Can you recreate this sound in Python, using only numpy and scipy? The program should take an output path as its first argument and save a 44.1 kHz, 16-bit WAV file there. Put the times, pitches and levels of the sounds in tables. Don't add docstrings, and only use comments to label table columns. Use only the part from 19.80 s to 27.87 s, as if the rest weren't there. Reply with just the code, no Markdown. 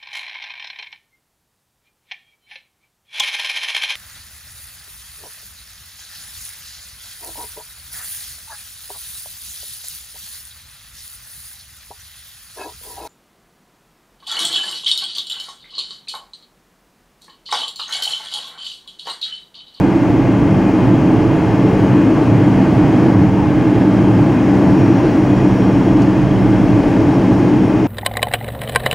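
import sys
import numpy as np
from scipy import signal
from scipy.io import wavfile
from scipy.ndimage import uniform_filter1d, minimum_filter1d

SR = 44100
rng = np.random.default_rng(int(sys.argv[2]) if len(sys.argv) > 2 else 0)


def magnitude_from_level(level_db):
    exponent = np.asarray(level_db, float) / 20
    return 10 ** exponent


def waveform_to_disk(signal):
    frames = np.transpose(np.atleast_2d(signal))
    scaled = np.clip(frames, -1, 1) * 32767
    samples = np.round(scaled).astype(np.int16)
    wavfile.write(sys.argv[1], SR, samples)


N = 355887

# time_s, level_db
SHARED_LEVEL = [(0, -.3), (.5, -0.5), (1, 0), (1.5, 0), (1.9, .5), (2.5, 0.5), (2.9, 0.5), (3.3, 0.9),
                (3.5, -1.6), (3.9, -.6), (4.3, -0.4), (4.9, .7), (5.6, -0.1), (6.2, -0.3), (6.5, -1.1), (7, 0),
                (7.5, 0), (8.07, -1.4)]


def evened(x):
    return x / np.sqrt(np.mean(x ** 2) + 1e-20)


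def smoothed(x, size, axis=-1):
    return uniform_filter1d(uniform_filter1d(x, size=size, axis=axis), size=size, axis=axis)


def read(points, hz):
    points_hz, value = np.transpose(points)
    return np.interp(np.log(hz + 1), np.log(points_hz + 1), value)


def curve(rows, column):
    rows = np.asarray(rows, float)
    return np.interp(np.arange(N) / SR, rows[:, 0], rows[:, column])


def peaks_db(hz, modes):
    return sum(db / (1 + (2 * (hz - centre_hz) / width_hz) ** 2) for centre_hz, width_hz, db in modes)


def sine(turns, db):
    return np.sqrt(2) * magnitude_from_level(db) * np.sin(2 * np.pi * turns)


def resonate(x, hz, width_hz):
    turn = np.exp(2j * np.pi * np.cumsum(hz * np.ones(len(x))) / SR)
    r = np.exp(-np.pi * width_hz / SR)
    smooth = signal.lfilter([(1 - r) ** 2], [1, -2 * r, r * r], x / turn)
    return 2 * (turn * smooth).real


def ringing_noise(hz, width_hz):
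    return evened(resonate(rng.standard_normal(N), hz, width_hz))


def noise(spectrum, modes=(), size=4096, patchy_db=0.):
    frames = 4 * N // size + 5
    hz = np.fft.rfftfreq(size, 1 / SR)
    inside = (hz >= spectrum[0][0]) & (hz <= spectrum[-1][0])
    a, b, c, d, patches = rng.standard_normal((5, inside.sum(), frames))
    patches = uniform_filter1d(patches, size=14, axis=0)
    patches = evened(uniform_filter1d(patches, size=24, axis=1))
    colour_db = read(spectrum, hz) + peaks_db(hz, modes)
    level_db = colour_db[inside, None] + patchy_db * patches
    z = np.zeros((2, len(hz), frames), complex)
    z[:, inside] = np.array([a + 1j * b, c + 1j * d]) * magnitude_from_level(level_db)
    return evened(signal.istft(z, nperseg=size, noverlap=3 * size // 4)[1][:, :N])


def surging(spectrum, level_db, modes=()):
    x = noise(spectrum, modes, size=16384)
    swell_power = smoothed(x[0] ** 2, 4500)
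    hold = 0.83
    return magnitude_from_level(level_db) * evened(x / swell_power ** (hold / 2))


def surges(rows):
    width_s = 0.066
    t = np.arange(0, N + 100, 100) / SR
    centre_s, db = np.transpose(rows)
    bells = np.exp(-.5 * ((t[:, None] - centre_s) / width_s) ** 2)
    return np.interp(np.arange(N) / SR, t, bells @ db)


def screens():
    # pitch_hz, level_db
    lines = [(15734.1, -68), (15747.1, -73)]
    sideband_db = [-14, -22, -19, -20, -22, -22, -24, -25]
    field_hz = 59.94
    t = np.arange(N) / SR
    first_hz, first_db = lines[0]
    comb = [(first_hz - (k + 1) * field_hz, first_db + db) for k, db in enumerate(sideband_db)]
    return sum(sine(hz * t + rng.random(), db) for hz, db in list(lines) + comb)


def power_supply():
    # start_s, pitch_hz, drift_hz_per_s
    loads = [
        (0, 15150, -190),
        (.85, 14500, -420),
        (2.08, 14840, 480),
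        (2.75, 14600, -420),
        (4, 13850, 50),
        (5.05, 14900, 50),
        (5.9, 14460, -170),
        (7.6, 15050, 900),
    ]
    t = np.arange(N) / SR
    columns = np.transpose(loads)
    current = np.searchsorted(columns[0], t, "right") - 1
    start_s, pitch_hz, drift_hz_per_s = columns[:, current]
    return magnitude_from_level(-76.5) * ringing_noise(pitch_hz + drift_hz_per_s * (t - start_s), width_hz=480)


def ticks():
    # start_s, peak_db, pitch_hz, width_hz
    events = [
        (6.219, -31, 6200, 1800),
        (6.22, -34, 4400, 1800),
        (6.227, -33, 5500, 2600),
        (6.558, -31, 3100, 300),
        (6.575, -38, 3100, 300),
        (6.507, -35, 3150, 200),
        (7.34, -40, 5500, 300),
        (5.6, -37, 1950, 100),
    ]
    t = np.arange(2000) / SR
    out = np.zeros(N)
    for start_s, peak_db, hz, width_hz in events:
        puff = rng.standard_normal(len(t)) * np.exp(-t / (.004 + 1 / width_hz))
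        ring = resonate(puff, hz, width_hz)
        out[round(start_s * SR):][:len(t)] += magnitude_from_level(peak_db) * ring / abs(ring).max()
    return out


def singing_panel():
    # time_s, pitch_hz, level_db
    path = [(0, 3265, -64.5), (4.9, 3276, -60), (5.2, 3316, -54.5), (6.1, 3280, -51.5), (6.4, 3280, -58.5),
            (8.07, 3280, -60)]
    return magnitude_from_level(curve(path, column=2)) * ringing_noise(curve(path, column=1), width_hz=35)


def fan_tones():
    # pitch_hz, width_hz, level_db
    tones = [(194.2, 3, -38), (2478, 8, -53), (3096, 3, -61)]
    return sum(magnitude_from_level(db) * ringing_noise(hz, width_hz) for hz, width_hz, db in tones)


def throb():
    # time_s, pitch_hz, level_db
    path = [(4.2, 35.1, -54), (4.8, 36.26, -41), (5.6, 37.95, -40), (6.5, 36.9, -33), (7.1, 35.5, -33.5),
            (8.07, 35.2, -47)]
    on = np.clip((np.arange(N) / SR - path[0][0] + .2) / .2, 0, 1)
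    turns = np.cumsum(curve(path, column=1)) / SR
    return on * sine(turns, curve(path, column=2))


def pump():
    # pitch_hz, width_hz, gain_db
    pipe = [(5595, 70, 7), (5445, 20, -4)]
    set_hz, overshoot_hz = 5468, 379
    start_s, rise_s, cross_s, settle_s, hunt_s = 4.3, .5, 4.851, 1.124, 2.735
    t = np.arange(N) / SR
    u = np.maximum(t, start_s) - cross_s
    hz = set_hz + overshoot_hz * np.exp(-u / settle_s) * np.sin(2 * np.pi * u / hunt_s)
    level_db = -57.8 + peaks_db(hz, pipe)
    rise = np.clip((t - start_s) / rise_s, 0, 1) ** 2
    return rise * sine(np.cumsum(hz) / SR, level_db)


def engines():
    # time_s, speed_hz
    near_shaft = [(0, 192.06), (1.75, 192.09), (2.3, 192.75), (3.1, 193.05), (4.5, 192.97), (5.1, 192),
                  (5.7, 191.49), (6.5, 192.11), (8.07, 192)]
    # time_s, lead_turns
    lead = [(-.2, 0), (.88, 1), (2, 2), (2.8, 3), (3.45, 4), (4.2, 5), (4.75, 6), (5.6, 6.9), (6.7, 7.1),
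            (7.65, 8), (8.5, 9)]
    blade_count = 11
    near_turns = np.cumsum(curve(near_shaft, column=1)) / SR
    far_turns = near_turns + curve(lead, column=1)
    return sine(near_turns, -21.8) + sine(far_turns, -29.5) + sine(blade_count * near_turns, -46.4)


def vent_hiss():
    # freq_hz, density_db_per_hz
    hiss = [(3000, -25.5), (3350, 4.5), (3650, 3), (4900, 0), (5800, -2), (6900, -6), (7900, -9),
            (8800, -11.5), (9900, -10.5), (10200, -14), (11100, -18), (12900, -18.5), (13700, -26),
            (15800, -23.5)]
    # pitch_hz, width_hz, gain_db
    slots = [(4120, 86, -0.5), (4720, 250, 2), (5400, 530, 3), (6500, 500, 5), (7270, 300, 3),
             (9250, 630, 2.5), (11700, 910, 4.5)]
    opening_db_per_s, follow_db_per_db = 0.23, 1.1
    t = (np.arange(N) - N / 2) / SR
    level_db = -46 + follow_db_per_db * curve(SHARED_LEVEL, column=1) + opening_db_per_s * t
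    return magnitude_from_level(level_db) * noise(hiss, slots, size=1024, patchy_db=.65)


def skin_rush():
    # freq_hz, density_db_per_hz
    rush = [(220, -29), (370, -4), (423, -3), (511, -5), (645, -5), (725, -8), (845, -5.5), (1150, -16),
            (1320, -18.5), (1600, -16.5), (2000, -22.5), (2070, -21.5), (2230, -22.5), (2520, -25.5),
            (3160, -28), (4110, -72), (6950, -120)]
    # pitch_hz, width_hz, gain_db
    panels = [(421, 37, 6), (640, 60, 1.5), (1150, 130, 3.5), (1670, 100, 0.5), (1930, 60, 2),
              (2466, 40, 6), (2690, 76, 1.5), (2700, 120, 1.5), (3280, 60, 8)]
    level_db = -21 + curve(SHARED_LEVEL, column=1)
    return magnitude_from_level(level_db) * noise(rush, panels, size=2048, patchy_db=.5)


def jets():
    # freq_hz, density_db_per_hz
    sub = [(18, -30), (28, -13), (40, -6), (50, 0), (63, -1), (73, -7), (85, 1), (100, -10), (120, -40)]
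    low_boom = [(47, -38), (80, -14), (98, -3.5), (113, 6), (156, -2), (185, -2), (240, -30.5), (410, -120)]
    between = [(172, -23), (182, 9.5), (203, -13), (212, -32.5)]
    high_boom = [(120, -30), (200, -12.5), (221, -8.5), (278, -1), (302, 0.5), (326, -1.5), (377, -13),
                 (390, -19), (510, -49.5), (860, -120)]
    # pitch_hz, width_hz, gain_db
    cabin = [(225, 25, -2), (258, 20, 1.5), (276, 14, -2), (303, 30, 1.5), (385, 25, -3)]
    # centre_s, swell_db
    low_gusts = [(.15, -3.5), (.72, 2.5), (.92, -6.5), (1.1, 3), (1.35, 1.5), (2.1, 2.5), (2.3, -3.5),
                 (2.58, 5), (3.03, 2.5), (3.4, 5.5), (4.15, 2), (4.4, 4.5), (4.65, -3.5), (5.0, 2.5),
                 (5.33, -2.5), (5.55, 3.5), (6.5, 4), (6.9, 3), (7.07, -4), (7.95, -2.5)]
    high_gusts = [(.75, -2), (1.28, 1), (1.55, -2), (1.71, -4.5), (1.86, 1.5), (2.0, -3), (2.25, 2.5),
                  (2.42, -1.5), (3.32, 1.5), (3.57, -2.5), (4.07, 2), (5.05, 2.5), (5.75, -1.5), (6.2, 2.5),
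                  (6.47, -3.5), (7.75, 2.2), (7.92, -0.5)]
    follow_db_per_db = 0.73
    shared_db = follow_db_per_db * curve(SHARED_LEVEL, column=1)
    low = surging(low_boom, -17 + shared_db + surges(low_gusts))
    high = surging(high_boom, -13 + shared_db + surges(high_gusts), cabin)
    return low + high + magnitude_from_level(-31) * noise(sub, size=16384) + surging(between, -30.5)


def port_pair(common, differing):
    # freq_hz, left_minus_right_db
    balance = [(30, -2.5), (70, -1), (130, -3), (200, 1.2), (265, 1.07), (370, -0.1), (480, 2.5),
               (620, 1.1), (850, 3), (1500, 0.55), (2100, 2), (2750, 2.5), (3250, -3), (3800, 0.8)]
    # freq_hz, level_db re common
    diffuse = [(30, -20.5), (100, -28.5), (400, -23), (1500, -25), (2900, -21.5), (3400, -22.5),
               (4200, -22), (5100, -16), (7000, -12), (8800, -6.5), (9100, -14.5), (10000, -15),
               (10400, -34), (15000, -35.5)]
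    # time_s, left_minus_right_db
    sway = [(0, -2), (.4, 0), (1.5, -1.5), (2.2, 1), (2.6, 0), (3.6, -1), (4.7, 0.5), (5.5, -0.5),
            (8.07, 0.5)]
    hz, t, z = signal.stft(np.array([common, differing]), SR, nperseg=2048)
    drift = uniform_filter1d(rng.standard_normal(z[0].shape), size=4, axis=0)
    drift = evened(uniform_filter1d(drift, size=12, axis=1))
    sway_db = np.interp(t, *np.transpose(sway)) * (hz < 400)[:, None]
    balance_db = read(balance, hz)[:, None] * (1 + 0.57 * drift) + sway_db
    lean = np.tanh(balance_db * np.log(10) / 40)
    side = z[0] * lean + z[1] * magnitude_from_level(read(diffuse, hz))[:, None]
    side = signal.istft(side, SR, nperseg=2048)[1][:N]
    return np.array([common + side, common - side])


def scene():
    common, differing = jets() + skin_rush() + vent_hiss()
    common = common + engines() + pump() + throb() + fan_tones() + singing_panel()
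    common = common + screens() + power_supply() + ticks()
    return port_pair(common, differing)


def drop_faint_side(x, under_db, from_hz):
    mid_side = np.array([x[0] + x[1], x[0] - x[1]]) / 2
    hz, _, (mid, side) = signal.stft(mid_side, SR, nperseg=1024)
    mid_level = smoothed(smoothed(abs(mid), 1, axis=0), 1, axis=1)
    mid_level = uniform_filter1d(uniform_filter1d(mid_level, size=9, axis=0), size=9, axis=1)
    side_level = uniform_filter1d(uniform_filter1d(abs(side), size=2, axis=0), size=3, axis=1)
    faint = (side_level < magnitude_from_level(under_db) * mid_level) & (hz > from_hz)[:, None]
    lost = signal.istft(side * faint, SR, nperseg=1024)[1][:N]
    return x - np.array([lost, -lost])


def roll_off(x):
    return signal.sosfilt(signal.butter(12, 15790, fs=SR, output="sos"), x)


def record(dry):
    peak = -minimum_filter1d(-abs(dry).max(0), size=801)
    gain = smoothed(np.minimum(1, .96 / (peak + 1e-9)), 401)
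    mix = drop_faint_side(dry * gain, under_db=-21, from_hz=1100)
    return roll_off(mix)


dry = scene()
out = record(dry)
waveform_to_disk(out)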